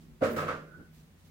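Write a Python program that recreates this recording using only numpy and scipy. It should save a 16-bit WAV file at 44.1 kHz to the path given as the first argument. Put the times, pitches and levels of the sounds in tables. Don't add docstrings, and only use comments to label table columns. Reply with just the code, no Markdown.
import sys
import numpy as np
from scipy import signal
from scipy.fft import rfft, irfft
from scipy.io import wavfile
from scipy.ndimage import uniform_filter1d

SR = 44100
rng = np.random.default_rng(int(sys.argv[2]) if len(sys.argv) > 2 else 0)


def dump(signal):
    limited = np.clip(np.atleast_2d(signal).T, -1, 1)
    pcm = np.round(limited * 32767).astype(np.int16)
    wavfile.write(sys.argv[1], SR, pcm)


N = 57330
TIME = np.arange(N) / SR
BIN_HZ = np.arange(N // 2 + 1) * SR / N

# (frequency [Hz], width [Hz], level [dB])
RUMBLE_BANDS = [(52.6, 10, -66), (89.7, 7.4, -66), (156.4, 21, -60), (230.3, 34, -67.5)]
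# (time [s], gain [dB])
RUMBLE_SWELL = [(0, 3.5), (.12, 7), (.19, -3), (.6, -2.5), (.8, 3.5), (.87, -2), (.94, 1), (1.13, -6.5),
                (1.3, 0)]
# (frequency [Hz], relative level [dB])
BED_COLOUR = [(20, -26), (35, -14), (52, -2.5), (68, -2.5), (90, -4), (120, -13), (160, -2.5), (230, -9),
              (330, -15), (500, -17.5), (900, -22.5), (2000, -24), (5000, -31.5), (11000, -35),
              (16000, -33.5)]
# (frequency [Hz], correlation [-1..1])
STEREO_LIKENESS = [(60, 0.86), (170, 0.92), (350, 0.76), (700, 0.36), (1300, 0.076), (2500, -0.074),
                   (15000, 0.0097)]
# (peak time [s], half length [s], level [dB])
BODY_SHUFFLES = [(0.05, 0.11, -62), (.80, 0.027, -50)]
# (frequency [Hz], relative level [dB])
RUSTLE_COLOUR = [(60, -13), (90, -3), (150, -4), (240, -2), (330, 0), (430, -8), (600, -16.5), (900, -26),
                 (2000, -40), (6000, -55)]
# (time [s], length [s], level [dB])
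CLAW_SCUFFS = [(0.0, 0.0094, -66), (.222, 0.043, -49), (.359, 0.0085, -48.5), (.925, 0.063, -61.5),
               (1.17, .04, -68.5), (1.235, 0.029, -64)]
# (frequency [Hz], relative level [dB])
CLAW_SCUFF_COLOUR = [(500, -13), (2000, 1.5), (4000, 3.5), (7000, 0.5), (10500, -3), (13000, -7),
                     (15500, -0.5)]
# (time [s], length [s], level [dB])
MESH_RASPS = [(.222, .02, -62), (.298, 0.024, -46.5), (.357, 0.0091, -48), (.915, 0.053, -65)]
# (frequency [Hz], relative level [dB])
MESH_RASP_COLOUR = [(2000, -35), (6000, -17), (9000, -9.5), (11000, -10.5), (12500, -4), (14500, -3),
                    (15800, -1)]
# (frequency [Hz], time to fall 60 dB [s])
ROOM_DECAY = [(100, 0.79), (300, 0.77), (600, 0.41), (830, 0.28), (1300, .42), (2400, 0.37), (7000, 0.41),
              (15000, 0.33)]
# (time [s], level [dB], brightness [Hz])
BOX_THUMPS = [(0.2093, -38.5, 455), (.2155, -10.5, 95), (0.2166, -28, 613), (0.2316, -19.5, 186),
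              (.2459, -17, 148), (0.308, -26.5, 173), (0.3623, -16, 121), (0.382, -21, 122),
              (0.4241, -44.5, 1220), (.4834, -39, 474), (0.5248, -38.5, 132), (.629, -52, 281)]
# (frequency [Hz], gain [dB], time to fall 60 dB [s])
BOX_RING = [(93.3, -28, 0.69), (154.5, -18, 1.07), (202.5, -20.5, .51), (227.9, -12.5, 0.89),
            (285.1, -2.6, 0.35), (352.6, -15, 1.04), (435.1, -12.5, 0.79), (475, 3.8, 0.33),
            (528, 12, 0.152), (558.5, -5.5, 0.29), (591.3, 5, 0.44), (631, 2.3, 0.44), (732.5, 4.5, 0.14)]
# (frequency [Hz], relative level [dB])
THUMP_ECHO_COLOUR = [(30, -48), (80, -26), (130, -32), (200, -9.5), (290, -11), (380, -5.5), (560, 8),
                     (680, -5), (850, -21), (1500, -18), (4000, -47)]
# (time [s], ring level [dB], crack level [dB], crack brightness [Hz])
BRICK_CLACKS = [(0.2119, -48, -43.5, 1800), (.219, -37.5, -35, 4000), (0.233, -36.5, -31, 8050),
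                (0.283, -61, -41, 3000), (0.3624, -37, -35.5, 10000), (0.3804, -32.5, -33, 7000),
                (0.419, -50, -40, 7000), (0.4693, -41.5, -40, 4000), (0.4813, -30.5, -32.5, 3360),
                (0.5026, -39.5, -41, 3940), (0.541, -48, -59, 2470)]
# (frequency [Hz], gain [dB], time to fall 60 dB [s])
BRICK_RING = [(1048, -13, 0.43), (1092, -18.5, 0.34), (1175.6, -5, 0.26), (1245, -18.5, 0.6),
              (1290, 0.5, 0.23), (1282, -17, .5), (1427, -10, 0.24), (1409, -13, 0.47), (1508, -13, 0.25),
              (1599, -9.5, 0.2)]
# (frequency [Hz], gain [dB], time to fall 60 dB [s])
CLANK_RING = [(1297, 4, .11), (1107, -9, .1)]
# (frequency [Hz], relative level [dB])
BRICK_CRACK_COLOUR = [(200, -14.5), (600, -3), (850, -2.5), (1250, 2.5), (1600, -0.5), (1900, -4),
                      (2700, -9), (3300, -15), (5000, -19), (10000, -25.5), (16000, -29)]
# (time [s], level [dB])
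WHINE_ENVELOPE = [(0.639, -82.5), (.70, -63), (0.746, -54.5), (0.776, -60), (.81, -58.5), (0.853, -64.5),
                  (.89, -72.5)]

BANDS_HZ = np.geomspace(60, 16000, 15)
ROOM_BUILD_S, DIRECT_SHARE = 0.0063, 0.25
BED_PAN_DB, BOX_PAN_DB, BRICK_PAN_DB, CLAW_PAN_DB = -0.5, -2, -2.5, -3


def from_db(db):
    return 10 ** (np.asarray(db) / 20)


def unit_power(x):
    return x / np.sqrt(np.mean(x ** 2) + 1e-20)


def at_hz(points, hz):
    freqs, values = np.transpose(points)
    return np.interp(np.log(np.maximum(hz, 1)), np.log(freqs), values)


def pan(db):
    return from_db(np.array([[db], [-db]]) / 2)


def noise(spectrum):
    mid, side = rfft(rng.standard_normal((2, N)))
    alike = at_hz(STEREO_LIKENESS, BIN_HZ)
    stereo = np.sqrt(1 + alike) * mid + np.sqrt(1 - alike) * side * [[1], [-1]]
    return unit_power(irfft(spectrum * stereo, N))


def coloured(colour):
    return noise(from_db(at_hz(colour, BIN_HZ)))


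def narrow(centre_hz, width_hz):
    return noise(1 / (1 + (2 * (BIN_HZ - centre_hz) / width_hz) ** 2))


def room_tone(bed_db=-61):
    rumble = sum(from_db(db) * narrow(hz, width) for hz, width, db in RUMBLE_BANDS)
    swell = from_db(np.interp(TIME, *np.transpose(RUMBLE_SWELL)))
    return pan(BED_PAN_DB) * (from_db(bed_db) * coloured(BED_COLOUR) + swell * rumble)


def shuffles():
    level = sum(from_db(db) * np.exp(-((TIME - s) / half) ** 2 / 2) for s, half, db in BODY_SHUFFLES)
    return pan(BOX_PAN_DB) * level * coloured(RUSTLE_COLOUR)


def room_echoes(hits, colour, order=1):
    wash = rfft(coloured(colour))
    log_hz = np.log(np.maximum(BIN_HZ, 1))
    echoes = 0
    for centre in BANDS_HZ:
        drive = np.full(N, 1e-18)
        for s, length, db, bright_hz in hits:
            start, count = int(s * SR), 1 + int(length * SR)
            dulling = 1 + (centre / bright_hz) ** (2 * order)
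            drive[start:start + count] += from_db(db) ** 2 / count / dulling
        retained = from_db(-60 / (at_hz(ROOM_DECAY, centre) * SR)) ** 2
        tail = signal.lfilter([1], [1, -retained], drive)
        onset = signal.lfilter([1], [1, -retained * np.exp(-1 / (ROOM_BUILD_S * SR))], drive)
        energy = tail - (1 - DIRECT_SHARE) * onset
        band = irfft(wash * np.interp(log_hz, np.log(BANDS_HZ), BANDS_HZ == centre), N)
        echoes = echoes + band * np.sqrt(np.maximum(energy, 0))
    return echoes


def claws(grit_db=1.5, grain_s=0.0033):
    grit = unit_power(uniform_filter1d(rng.standard_normal(N), 1 + int(grain_s * SR)))
    scuffs = room_echoes([(*scuff, np.inf) for scuff in CLAW_SCUFFS], CLAW_SCUFF_COLOUR)
    rasps = room_echoes([(*rasp, np.inf) for rasp in MESH_RASPS], MESH_RASP_COLOUR)
    return pan(CLAW_PAN_DB) * from_db(grit_db * grit) * (scuffs + rasps)


def contact(s, db, bright_hz=None):
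    click = np.zeros(N)
    click[int(s * SR)] = from_db(db)
    if bright_hz is None:
        return click
    return signal.sosfilt(signal.butter(2, bright_hz, fs=SR, output="sos"), click + 1e-18)


def ring(strikes, modes, swell_s, left_lag_s=0.00015):
    t = np.maximum(TIME - np.array([[left_lag_s], [0]]), 0)
    partials = sum((-1) ** k * from_db(db - 60 * t / t60) * np.sin(2 * np.pi * hz * t)
                   for k, (hz, db, t60) in enumerate(modes))
    response = partials * (1 - np.exp(-t / swell_s))
    return signal.fftconvolve(np.atleast_2d(strikes), response, axes=-1)[:, :N]


def box_thumps(send_db=0.5):
    blows = sum(contact(s, db, hz) for s, db, hz in BOX_THUMPS)
    boom = ring(blows, BOX_RING, swell_s=0.0045)
    sends = [(s, 0, db + send_db, hz) for s, db, hz in BOX_THUMPS]
    return pan(BOX_PAN_DB) * (boom + room_echoes(sends, THUMP_ECHO_COLOUR, order=2))


def brick_clacks(clank_pivot_db=-31, clank_db_per_db=3.1):
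    knocks = sum(contact(s, db) for s, db, _, _ in BRICK_CLACKS)
    hard_knocks = sum(contact(s, clank_pivot_db + clank_db_per_db * (db - clank_pivot_db))
                      for s, db, _, _ in BRICK_CLACKS)
    hollow = ring(knocks, BRICK_RING, swell_s=0.0027)
    clank = ring(hard_knocks, CLANK_RING, swell_s=0.013)
    cracks = room_echoes([(s, 0, db, hz) for s, _, db, hz in BRICK_CLACKS], BRICK_CRACK_COLOUR)
    return pan(BRICK_PAN_DB) * (hollow + clank + cracks)


def whine(haze_db=-2.5, fade_db_per_s=300):
    times, db = np.transpose(WHINE_ENVELOPE)
    outside_s = np.abs(TIME - np.clip(TIME, times[0], times[-1]))
    level = from_db(np.interp(TIME, times, db) - fade_db_per_s * outside_s)
    tone = narrow(centre_hz=1491, width_hz=20)
    haze = from_db(haze_db) * narrow(centre_hz=1440, width_hz=270)
    return pan(BRICK_PAN_DB) * level * (tone + haze)


def scene():
    return box_thumps() + brick_clacks() + claws() + shuffles() + whine() + room_tone()


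def record(dry):
    cutoff_hz = 15900
    return signal.sosfilt(signal.ellip(12, .1, 80, cutoff_hz, fs=SR, output="sos"), dry)


dry = scene()
out = record(dry)
dump(out)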